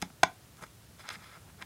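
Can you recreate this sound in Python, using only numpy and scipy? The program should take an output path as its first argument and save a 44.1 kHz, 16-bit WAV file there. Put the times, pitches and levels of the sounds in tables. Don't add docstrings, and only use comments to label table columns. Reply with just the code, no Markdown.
import sys
import numpy as np
from scipy import signal
from scipy.io import wavfile

SR = 44100
rng = np.random.default_rng(int(sys.argv[2]) if len(sys.argv) > 2 else 0)


def materialize(psi):
    bounded = np.clip(np.atleast_2d(psi).T, -1, 1)
    quanta = np.round(bounded * 32767).astype(np.int16)
    wavfile.write(sys.argv[1], SR, quanta)


N = 72765
THUD_HZ, KNOCK_HZ, CLACK_HZ = 500, 1000, 1400


def from_db(db):
    return 10 ** (np.asarray(db) / 20)


def rms_one(x):
    return x / np.sqrt(np.mean(x ** 2) + 1e-20)


def bandpass(x, low_hz, high_hz):
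    return signal.sosfilt(signal.butter(2, [low_hz, high_hz], "band", fs=SR, output="sos"), x)


def drift(rate_hz):
    pole = np.exp(-2 * np.pi * rate_hz * 40 / SR)
    noise = rng.standard_normal(N // 40 + 2002)
    slow = signal.lfilter([1], [1, -2 * pole, pole ** 2], noise)[2000:]
    return np.interp(np.arange(N) / 40, np.arange(len(slow)), rms_one(slow))


def ring(force, pitch_hz, t60_s):
    pole = from_db(-60 / (t60_s * SR))
    angle = 2 * np.pi * pitch_hz / SR
    return signal.lfilter([0, np.sin(angle)], [1, -2 * pole * np.cos(angle), pole ** 2], force + 1e-18)


# pitch_hz [Hz], level_db [relative dB per Hz]
FLOOR_SPECTRUM = [(15, -50), (25, -27), (92, 0.5), (317, -15), (363, -19), (394, -15.5), (607, -18.5),
                  (818, -20.5), (1230, -21.5), (1440, -23), (10400, -27.5), (16000, -32)]
FLOOR_DB, FLOOR_PATCHY_DB = -56.5, -0.5


def floor():
    hz, db = np.transpose(FLOOR_SPECTRUM)
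    edges = 22 * 2 ** np.arange(0, 9.9, .5)
    white = rng.standard_normal((2, N + SR // 2))
    out = 0
    for k, (low, high) in enumerate(zip(edges, edges[1:])):
        band = bandpass(white[k % 2], low, high)[-N:]
        band_db = np.interp(np.log(low * high) / 2, np.log(hz), db)
        out = out + band * from_db(band_db + FLOOR_PATCHY_DB * drift(24))
    return from_db(FLOOR_DB) * rms_one(out)


# pitch_hz [Hz], level_db [dB, before the shaping by each stroke or click], t60_s [s to fall 60 dB]
CASE_MODES = [(178, -10.5, 0.057), (265, -19, 0.043), (403, -21, 0.035), (635, -11.5, 0.021),
              (818, -4.5, 0.012), (1021, -18.5, 0.047), (1316, -6, 0.016), (1597, -7, 0.0099),
              (1910, -11.5, 0.011), (2095, -17, 0.029), (2296, -10, 0.0094), (3444, -12, 0.0066),
              (4065, -18.5, 0.01), (5033, -16.5, 0.0072), (6410, -18, 0.0059), (8260, -25.5, 0.0058),
              (10570, -29, .005)]
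# [dB, skin hiss relative to level_db]
RUB_STROKES = [
    [(.0145, -74, 9, -11, -7), (.0175, -44, -11.5, -17, -2), (.021, -45.5, 15, -16, -6),
     (.024, -41, 7, -10, 5.5), (.027, -57, 8, -3, -10), (.06, -61.5, 13, 0, -7)],
    [(.575, -66, 2.5, -9, -1.5), (.594, -51.5, -10.5, -8, -12), (.605, -65.5, -1, 6, -10),
     (.619, -53, -2, 4, -6), (.624, -42.5, -1, 5, -16), (.633, -46.5, 3, 6, -13.5),
     (.642, -50, -2.5, -8.5, -6), (.655, -67, 2, -13, -14), (.675, -70, 7, -10, -8)],
    [(.98, -72, 13, -10, -3.5), (1.0, -47.5, 3, 8, -13.5), (1.028, -63, 20, -7, -4),
     (1.038, -53.5, 0.5, -1, -22), (1.056, -48.5, -2, -8, -16), (1.076, -54.5, 10, -5, -25),
     (1.088, -42, 1, -2, -23)],
    [(1.099, -59, 10, -14, -11), (1.103, -37.5, 4, -13, -23), (1.115, -46.5, 5.5, -3, -20),
     (1.129, -49.5, 3.5, -5, -3), (1.147, -43.5, 9, -14, -17), (1.161, -49.5, 1.5, -5, -17),
     (1.173, -60, -18, 5, -8), (1.195, -57, -2, -13, -11), (1.24, -54, 5.5, -10, -16),
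     (1.275, -55.5, 5.5, -7, -14), (1.31, -57, 2, -6, -14), (1.352, -52.5, 2, -7, -19),
     (1.362, -55, -1, -7, -12), (1.374, -51, -5, -7, -22), (1.385, -70, 3, -16, -6),
     (1.45, -62.5, -5, 4, -10), (1.5, -59.5, -2.5, -6, -10), (1.56, -79, -21, 12, -8),
     (1.585, -59, 1, -4, -15), (1.605, -54.5, -3.5, -3, -18), (1.617, -44, -0.5, -13, -16),
     (1.622, -43.5, 5.5, -11.5, -36), (1.628, -48.5, 4, 1.5, -22), (1.65, -80, -14, 6, -14)],
]
SLIPS_PER_S, SLIP_SPREAD_DB = 5000, 2.5
SKIN_SOFT_HZ, SKIN_SOFT_DB = 5600, -12
RUB_THUD_DB = -8
HISS_LOW_HZ, HISS_HIGH_HZ = 5560, 11300


def rubbing():
    t = np.arange(N) / SR
    level, tilt, bass_db, hiss_db = np.zeros((4, N))
    for stroke in RUB_STROKES:
        start_s, *columns = np.transpose(stroke)
        on = (t >= start_s[0]) & (t < start_s[-1])
        db, tilt[on], bass_db[on], hiss_db[on] = (np.interp(t[on], start_s, c) for c in columns)
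        level[on] = from_db(db)

    slip_now = rng.random(N) < SLIPS_PER_S / SR
    slip_size = from_db(SLIP_SPREAD_DB * np.minimum(rng.exponential(1, N), 5))
    slips = rms_one(slip_now * slip_size)

    gains, power = [], 0
    for hz, mode_db, t60_s in CASE_MODES:
        fixed_db = mode_db + RUB_THUD_DB * (hz < THUD_HZ) + SKIN_SOFT_DB * (hz > SKIN_SOFT_HZ)
        tilt_db = np.clip(tilt, -6, 6) * np.log2(hz / 1000)
        gain = from_db(fixed_db + tilt_db + bass_db * (hz < KNOCK_HZ))
        gains.append(gain)
        power = power + gain ** 2 * t60_s * SR / (4 * np.log(1000))

    force = level * slips / np.sqrt(power)
    ringing = sum(ring(force * gain * rng.standard_normal(N), hz, t60_s)
                  for gain, (hz, _, t60_s) in zip(gains, CASE_MODES))
    hiss = rms_one(bandpass(rng.standard_normal(N), HISS_LOW_HZ, HISS_HIGH_HZ))
    return ringing + level * from_db(hiss_db) * hiss


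# start_s [s], level_db [dB, before mode levels and tilt],
# tilt_db [dB per octave about 1 kHz], thud_db [dB extra under THUD_HZ],
# knock_db [dB extra from THUD_HZ to KNOCK_HZ], clack_db [dB extra from KNOCK_HZ to CLACK_HZ],
# sign [+1 or -1, direction of the push]
CLIP_CLICKS = [(0.0171, -44.5, 10, 9, -17, 8, 1), (0.0239, -25.5, 5, 19.5, -5, -3, 1),
               (0.0276, -29, 1, 12, 10.5, -27, 1), (0.034, -47, 5, 0, -18, -11, 1),
               (.102, -43, -1, -6, 1.5, 1.5, 1), (.2321, -8, 0.5, -18.5, 6, -2, -1),
               (0.2331, -12.5, 0.5, -10, -17, 5.5, 1), (.2347, -8, 3, -7, -0.5, 5, -1),
               (0.237, -16, -2.5, -12, 3.5, 4.5, 1), (0.57, -57, 8.5, -8, -5.5, 0, 1),
               (0.611, -44.5, -3.5, -6.5, -6, 4, 1), (.626, -52.5, 10, 7, -8, -9, 1),
               (0.6369, -36.5, 2, 7, -12, 4.5, 1), (.666, -52, 5, -2, -9, 6, 1),
               (1.0897, -25, 4, -16, -17, -4.5, 1), (1.243, -40.5, 2, 1, -8, -12, 1),
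               (1.543, -48.5, -3.5, -2, 0, 0, 1), (1.6235, -23, -0.5, -15, -22, -7, 1)]
STRIKE_SPREAD_DB = 1.5
CRACK_DB, CRACK_T60_S, CRACK_HZ, CRACK_TOP_HZ = -18, 0.0065, 2820, 11200


def clicks():
    start_s, db, tilt, thud_db, knock_db, clack_db, sign = np.transpose(CLIP_CLICKS)
    at = (start_s * SR).astype(int)
    chance = rng.standard_normal((len(at), len(CASE_MODES)))
    ringing = 0
    for k, (hz, mode_db, t60_s) in enumerate(CASE_MODES):
        strike_db = db + mode_db + tilt * np.log2(hz / 1000) + STRIKE_SPREAD_DB * chance[:, k]
        strike_db += thud_db * (hz < THUD_HZ)
        strike_db += knock_db * (THUD_HZ < hz < KNOCK_HZ)
        strike_db += clack_db * (KNOCK_HZ < hz < CLACK_HZ)
        force = np.zeros(N)
        force[at] = (-1) ** k * sign * from_db(strike_db)
        ringing = ringing + ring(force, hz, t60_s)

    force = np.zeros(N)
    force[at] = from_db(db + CRACK_DB + tilt * np.log2(CRACK_HZ / 1000))
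    fade = signal.lfilter([1], [1, -from_db(-60 / (CRACK_T60_S * SR))], force + 1e-18)
    return ringing + bandpass(fade * rng.standard_normal(N), CRACK_HZ, CRACK_TOP_HZ)


# pitch_hz [Hz], t60_s [s to fall 60 dB]
ROOM_DECAY = [(150, 0.35), (500, 0.19), (1500, 0.17), (4000, 0.17), (12000, 0.054)]
ROOM_DB, ROOM_DELAY_S = -18, 0.0022


def room(x):
    t = np.arange(SR // 2) / SR
    hz, t60_s = np.transpose(ROOM_DECAY)
    tail = 0
    for low in 62.5 * 2 ** np.arange(8):
        band = bandpass(rng.standard_normal(len(t)), low, 2 * low)
        band_t60_s = np.interp(np.log(low * 1.4), np.log(hz), t60_s)
        tail = tail + band * from_db(-60 * t / band_t60_s)
    tail = tail * np.clip(t / ROOM_DELAY_S - 1, 0, 1)
    return signal.fftconvolve(x, tail / np.sqrt(np.sum(tail ** 2)))[:N]


RADIATES_ABOVE_HZ = 56


def scene():
    high_pass = signal.butter(2, RADIATES_ABOVE_HZ, "high", fs=SR, output="sos")
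    case = signal.sosfilt(high_pass, rubbing() + clicks())
    return (floor() + case + from_db(ROOM_DB) * room(case))[None]


TOP_STOP_HZ = 16600


def record(dry):
    return signal.sosfilt(signal.cheby2(14, 60, TOP_STOP_HZ, fs=SR, output="sos"), dry)


dry = scene()
out = record(dry)
materialize(out)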